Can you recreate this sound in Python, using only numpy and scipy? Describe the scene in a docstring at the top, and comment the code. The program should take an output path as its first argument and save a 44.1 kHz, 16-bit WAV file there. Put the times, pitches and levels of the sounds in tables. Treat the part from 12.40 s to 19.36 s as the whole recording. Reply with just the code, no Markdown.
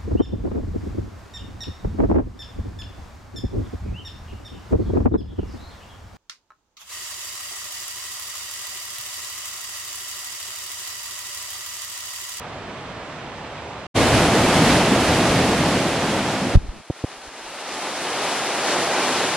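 """Forest trail, then the brink of a big waterfall.
Countless drop impacts merge into a roar, dull through the trees. After a moment of silence, close up,
the plunge booms, spray hisses and gusts brush the microphone. Wind thumps it and two dull pops follow.
After the thump the same close waterfall drops in level, then swells back with thinner bass."""
import sys
import numpy as np
from scipy import signal
from scipy.fft import rfft, irfft
from scipy.io import wavfile

SR = 44100
rng = np.random.default_rng(int(sys.argv[2]) if len(sys.argv) > 2 else 0)


def persist_wave(psi):
    """Save psi, clipped to +-1, as 16-bit WAV."""
    counts = np.round(np.clip(psi, -1, 1) * 32767).astype(np.int16)
    wavfile.write(sys.argv[1], SR, np.atleast_2d(counts).T)


N = 306936
TIME = np.arange(N) / SR
HZ = np.maximum(np.arange(N // 2 + 1) * SR / N, 1)
TRAIL_END_S, BRINK_START_S, DROP_S, CALM_S = 1.467, 1.541, 4.156, 4.41


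def from_db(db):
    """Decibels to gain."""
    return 10 ** (np.asarray(db) / 20)


def gain_curve(points):
    """(freq_hz, gain_db) points to a gain per FFT bin."""
    hz, db = np.transpose(points)
    return from_db(np.interp(np.log(HZ), np.log(hz), db))


def ramp(start_s, length_s):
    """Linear rise, 0 to 1."""
    return np.clip((TIME - start_s) / length_s, 0, 1)


def bump(peak_s, half_length_s):
    """Gaussian envelope, peak 1."""
    return np.exp(-((TIME - peak_s) / half_length_s) ** 2)


def cut(x, hz, kind, order=2):
    """Butterworth low- or high-pass."""
    sos = signal.butter(order, np.clip(hz, 10, .45 * SR), kind, fs=SR, output="sos")
    return signal.sosfilt(sos, x + 1e-18)


def below(corner_hz, power):
    """Per-bin weight: 1 well below the corner, 0 well above."""
    return 1 / (1 + (HZ / corner_hz) ** power)


def shelf(x, weight, gain_db):
    """Gain on the band picked by a per-bin weight."""
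    return x + irfft(rfft(x) * weight, N) * (from_db(gain_db) - 1)


def drift(rate_hz):
    """Slow random wander, unit deviation."""
    hop, settle = 100, 1000
    pole = np.exp(-2 * np.pi * rate_hz * hop / SR)
    noise = rng.standard_normal(N // hop + settle + 2)
    slow = signal.lfilter([1], [1, -2 * pole, pole * pole], noise)[settle:]
    return np.interp(np.arange(N) / hop, np.arange(len(slow)), slow / slow.std())


def pan(x, right_db, left_lag_s, centre_hz, width_oct):
    """Direct sound: louder on one side in one band, left late above 2.2 kHz. Scattered sound stays."""
    band = np.exp(-(np.log2(HZ / centre_hz) / width_oct) ** 2 / 2)
    lag_s = left_lag_s * (1 - below(2200, power=4))
    sides = np.array([[-.5], [.5]])
    response = from_db(right_db * band * sides) * np.exp(2j * np.pi * HZ * lag_s * sides)
    direct = x.mean(axis=0)
    return x - direct + irfft(rfft(direct) * response, N)


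def impacts(splashes_per_s, splash_share):
    """Countless drops merge into smooth noise; larger single splashes carry a share of the power."""
    splashes = (rng.random((2, N)) < splashes_per_s / SR) * rng.standard_normal((2, N))
    drops = rng.standard_normal((2, N))
    return np.sqrt(1 - splash_share) * drops + np.sqrt(splash_share) * splashes / splashes.std()


def falling_water(drops, colour, width, surge_db, bass_churn_db, spray_churn_db, churn_hz):
    """Impacts take a colour and a stereo width; all octaves surge together and each churns by itself."""
    side_gain = gain_curve(width)
    mid, side = rfft(drops) * gain_curve(colour) / np.hypot(1, side_gain)
    spectrum = mid + side * side_gain * [[1], [-1]]
    spectrum /= irfft(spectrum * (HZ > 500) * (HZ < 9000), N).std()
    octave = np.clip(np.log2(HZ / 50), 0, 8)
    common_db = surge_db * drift(rate_hz=2.4)
    water = 0
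    for k in range(9):
        band = irfft(spectrum * np.maximum(1 - abs(octave - k), 0), N)
        # heavy lumps of water make the bass uneven; fine spray is smoother
        depth_db = np.interp(k, [0, octave.max()], [bass_churn_db, spray_churn_db])
        water += band * from_db(common_db + depth_db * drift(churn_hz))
    return water


# Water spectrum through the trees: freq_hz, density_db
TRAIL_SPECTRUM = [(25, -22), (60, -3.5), (130, 0.8), (190, -1.5), (420, -5), (620, -2), (1000, -5),
                  (1500, -9), (2400, -12), (3500, -16), (6000, -25.5), (9000, -31.5), (11000, -39),
                  (13000, -50)]
# Stereo width on the trail: freq_hz, side_re_mid_db
TRAIL_SPREAD = [(40, -27), (250, -12.5), (750, -15.5), (2000, -7), (4500, -1.5), (8600, 1.5), (10500, 24)]


def trail_roar(level_db=-36):
    """Distance and trees take the spray off a steady roar from the right."""
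    drops = impacts(splashes_per_s=3000, splash_share=0.15)
    water = falling_water(drops, TRAIL_SPECTRUM, TRAIL_SPREAD,
                          surge_db=0.1, bass_churn_db=1.0, spray_churn_db=0.5, churn_hz=9.6)
    water = pan(water, right_db=4.5, left_lag_s=24e-6, centre_hz=2300, width_oct=1.3)
    return water * from_db(level_db) * (1 - ramp(TRAIL_END_S, 0.0014))


# Water spectrum at the brink: freq_hz, density_db
BRINK_SPECTRUM = [(25, -36), (60, -11.5), (120, -1.5), (260, 1), (400, -5), (680, -4.5), (1000, -10),
                  (1400, -12.5), (2800, -16), (5000, -21), (8000, -25.5), (11000, -27.5), (12300, -33.5),
                  (13400, -51)]
# Stereo width at the brink: freq_hz, side_re_mid_db
BRINK_SPREAD = [(40, -25), (150, -78), (400, -31.5), (1000, -21), (2200, -9.5), (5000, -2), (9000, 0),
                (12000, 7)]
# Heavy masses of water landing in the pool: peak_s, extra_level_db, extra_boom_db, extra_rumble_db
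POOL_SURGES = [(1.63, 1.3, -1.3, 3), (1.78, 2, 0.5, 9), (2.31, 1.7, -0.5, 3), (2.51, -1, 3.5, -4),
               (3.05, -0.5, 3, -2), (3.27, 0.5, 0.5, 3), (3.74, 0.5, -1.5, 0)]


def brink_plunge(level_db=-19, boom_db=-2, turn_loss_db=7, spray_loss_db=9):
    """The plunge booms under the cliff, with bright spray; both fade as the listener turns away."""
    turned = ramp(BRINK_START_S, DROP_S - BRINK_START_S) ** 3.25
    extra_db, extra_boom_db, extra_rumble_db = sum(
        np.outer(extras_db, bump(peak_s, half_length_s=0.084)) for peak_s, *extras_db in POOL_SURGES)
    rumble_db = 7 * (1 - turned) + 2 * turned + extra_rumble_db
    drops = impacts(splashes_per_s=2500, splash_share=0.049)
    water = falling_water(drops, BRINK_SPECTRUM, BRINK_SPREAD,
                          surge_db=0.56, bass_churn_db=-2.5, spray_churn_db=0.85, churn_hz=22)
    water = shelf(water, below(350, power=2), boom_db + extra_boom_db)
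    water = shelf(water, np.exp(-(HZ / 85) ** 2), rumble_db)
    water = shelf(water, 1 - below(10500, power=4), -spray_loss_db * turned)
    water = pan(water, right_db=1.6, left_lag_s=4e-6, centre_hz=2400, width_oct=1.03)
    gate = ramp(BRINK_START_S, 0.022) ** 2 * (1 - ramp(DROP_S, 0.0085))
    return water * from_db(level_db - turn_loss_db * turned + extra_db) * gate


# Light gusts at the brink: peak_s, level_db, half_length_s
BRINK_GUSTS = [(1.633, -29, 0.054), (1.76, -30, 0.035), (1.883, -43, 0.034), (3.5, -48, 0.25),
               (4.078, -40.5, 0.15)]


def breeze(low_hz=83, high_hz=242):
    """Gusts brush the microphone: a low flutter, independent on each side."""
    flutter = cut(rng.standard_normal((2, N)), high_hz, "low", order=4)
    flutter = cut(flutter, low_hz, "high")
    strength = sum(from_db(db) * bump(peak_s, half_s) for peak_s, db, half_s in BRINK_GUSTS)
    return flutter / flutter.std() * strength * ramp(BRINK_START_S, 0.017)


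# Pressure pulses on the microphone: start_s, height_db, length_s, edge_hz, tilt_db, left_lag_s
PRESSURE_PULSES = [(4.1524, 11, .0166, 180, -5.5, .0015), (4.2020, -27, .0060, 100, 0, 0),
                   (4.2270, -22, .0110, 70, 0, 0), (4.2480, -25, .0130, 90, -6, 0),
                   (4.2825, -16, .0065, 58, 3, 0), (4.5002, -4.2, .0047, 540, -.6, 0),
                   (4.6394, -4.6, .0051, 500, 1.6, 0), (4.7690, -47, .0080, 75, 0, 0),
                   (4.8735, -35, .0045, 90, 0, 0)]


def wind_thumps(leak_ratio=0.25):
    """Tilted blocks of pressure; the microphone rounds their edges and lets their tops leak away."""
    thumps = np.zeros((2, N))
    for start_s, height_db, length_s, edge_hz, tilt_db, left_lag_s in PRESSURE_PULSES:
        progress = (TIME - start_s - np.array([[left_lag_s], [0]])) / length_s
        block = (progress > 0) * (progress < 1) * from_db(height_db + tilt_db * np.clip(progress, 0, 1))
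        rounded = cut(cut(block, edge_hz, "low"), 2 * edge_hz, "low")
        leak_hz = leak_ratio * edge_hz
        thumps += cut(cut(rounded, leak_hz, "high", order=1), leak_hz, "high", order=1)
    return thumps


def eddies(level_db=-37.5, t60_s=2.1, rumble_hz=230, top_hz=1300, spread=0.98):
    """Air buffets the microphone briefly after the big thump: rumble with a soft rush above it."""
    turbulence = rng.standard_normal(N) + spread * rng.standard_normal((2, N))
    buffet = cut(cut(turbulence, rumble_hz, "low", order=1), top_hz, "low")
    decay = from_db(level_db - 60 * np.maximum(TIME - DROP_S, 0) / t60_s)
    gate = ramp(DROP_S, 0.0092) * (1 - ramp(CALM_S, 0.013))
    return buffet / buffet.std() * decay * gate


# Close water spectrum after the thump: freq_hz, density_db
THIN_SPECTRUM = [(25, -40), (45, -39), (80, -16.5), (150, -10), (300, -1), (480, -0.5), (750, 1),
                 (1300, -3.5), (2600, -7.5), (5000, -11), (8000, -14.5), (11000, -17), (12300, -27),
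                 (13400, -28)]
# Stereo width after the thump: freq_hz, side_re_mid_db
THIN_SPREAD = [(1200, -89), (2200, -17), (3200, -8), (5000, -0.5), (7000, 4), (10700, 6.5), (12300, 42)]
# Wavers in the returning rush: peak_s, change_db
LEVEL_WAVERS = [(4.59, 3), (4.655, -2), (4.73, 3.5), (6.3, 1.8)]


def thin_rush(full_db=-21.5, dip_db=22.5, body_loss_db=6.5, treble_loss_db=1, hold_s=0.31, swell_s=1.93):
    """The same close waterfall after the thump: its rush drops, then swells back with thinner bass."""
    swell_start_s = DROP_S + hold_s
    dip = (1 - ramp(swell_start_s, swell_s)) ** 1.4
    waver_db = sum(db * bump(peak_s, half_length_s=0.048) for peak_s, db in LEVEL_WAVERS)
    drops = impacts(splashes_per_s=2500, splash_share=0.13)
    water = falling_water(drops, THIN_SPECTRUM, THIN_SPREAD,
                          surge_db=0.96, bass_churn_db=2.0, spray_churn_db=-0.97, churn_hz=13)
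    water = shelf(water, below(600, power=2), -body_loss_db * dip)
    water = shelf(water, 1 - below(4500, power=4), -treble_loss_db * (1 - ramp(swell_start_s, 0.091)))
    water = pan(water, right_db=-3.5, left_lag_s=10e-6, centre_hz=3900, width_oct=0.21)
    return water * from_db(full_db - dip_db * dip + waver_db) * ramp(DROP_S, 0.0054)


def air_rumble(level_db=-67, top_hz=80, uneven_db=8, rise_s=0.45):
    """Moving air: a faint, uneven rumble under the returning rush."""
    air = cut(rng.standard_normal(N), top_hz, "low") * from_db(uneven_db * drift(rate_hz=5.5))
    return air / air.std() * from_db(level_db) * ramp(CALM_S, rise_s)


def scene():
    """The waterfall from the trail, then close up before and after the thump, plus wind."""
    water = trail_roar() + brink_plunge() + thin_rush()
    wind = wind_thumps() + eddies() + breeze()
    return water + wind + air_rumble()


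def record(dry, cutoff_hz=13400):
    """The loudest thump overloads flat; a steep low-pass cuts the top."""
    lowpass = signal.ellip(8, .1, 80, cutoff_hz, fs=SR, output="sos")
    return signal.sosfilt(lowpass, np.clip(dry, -.99, .99))


dry = scene()
out = record(dry)
persist_wave(out)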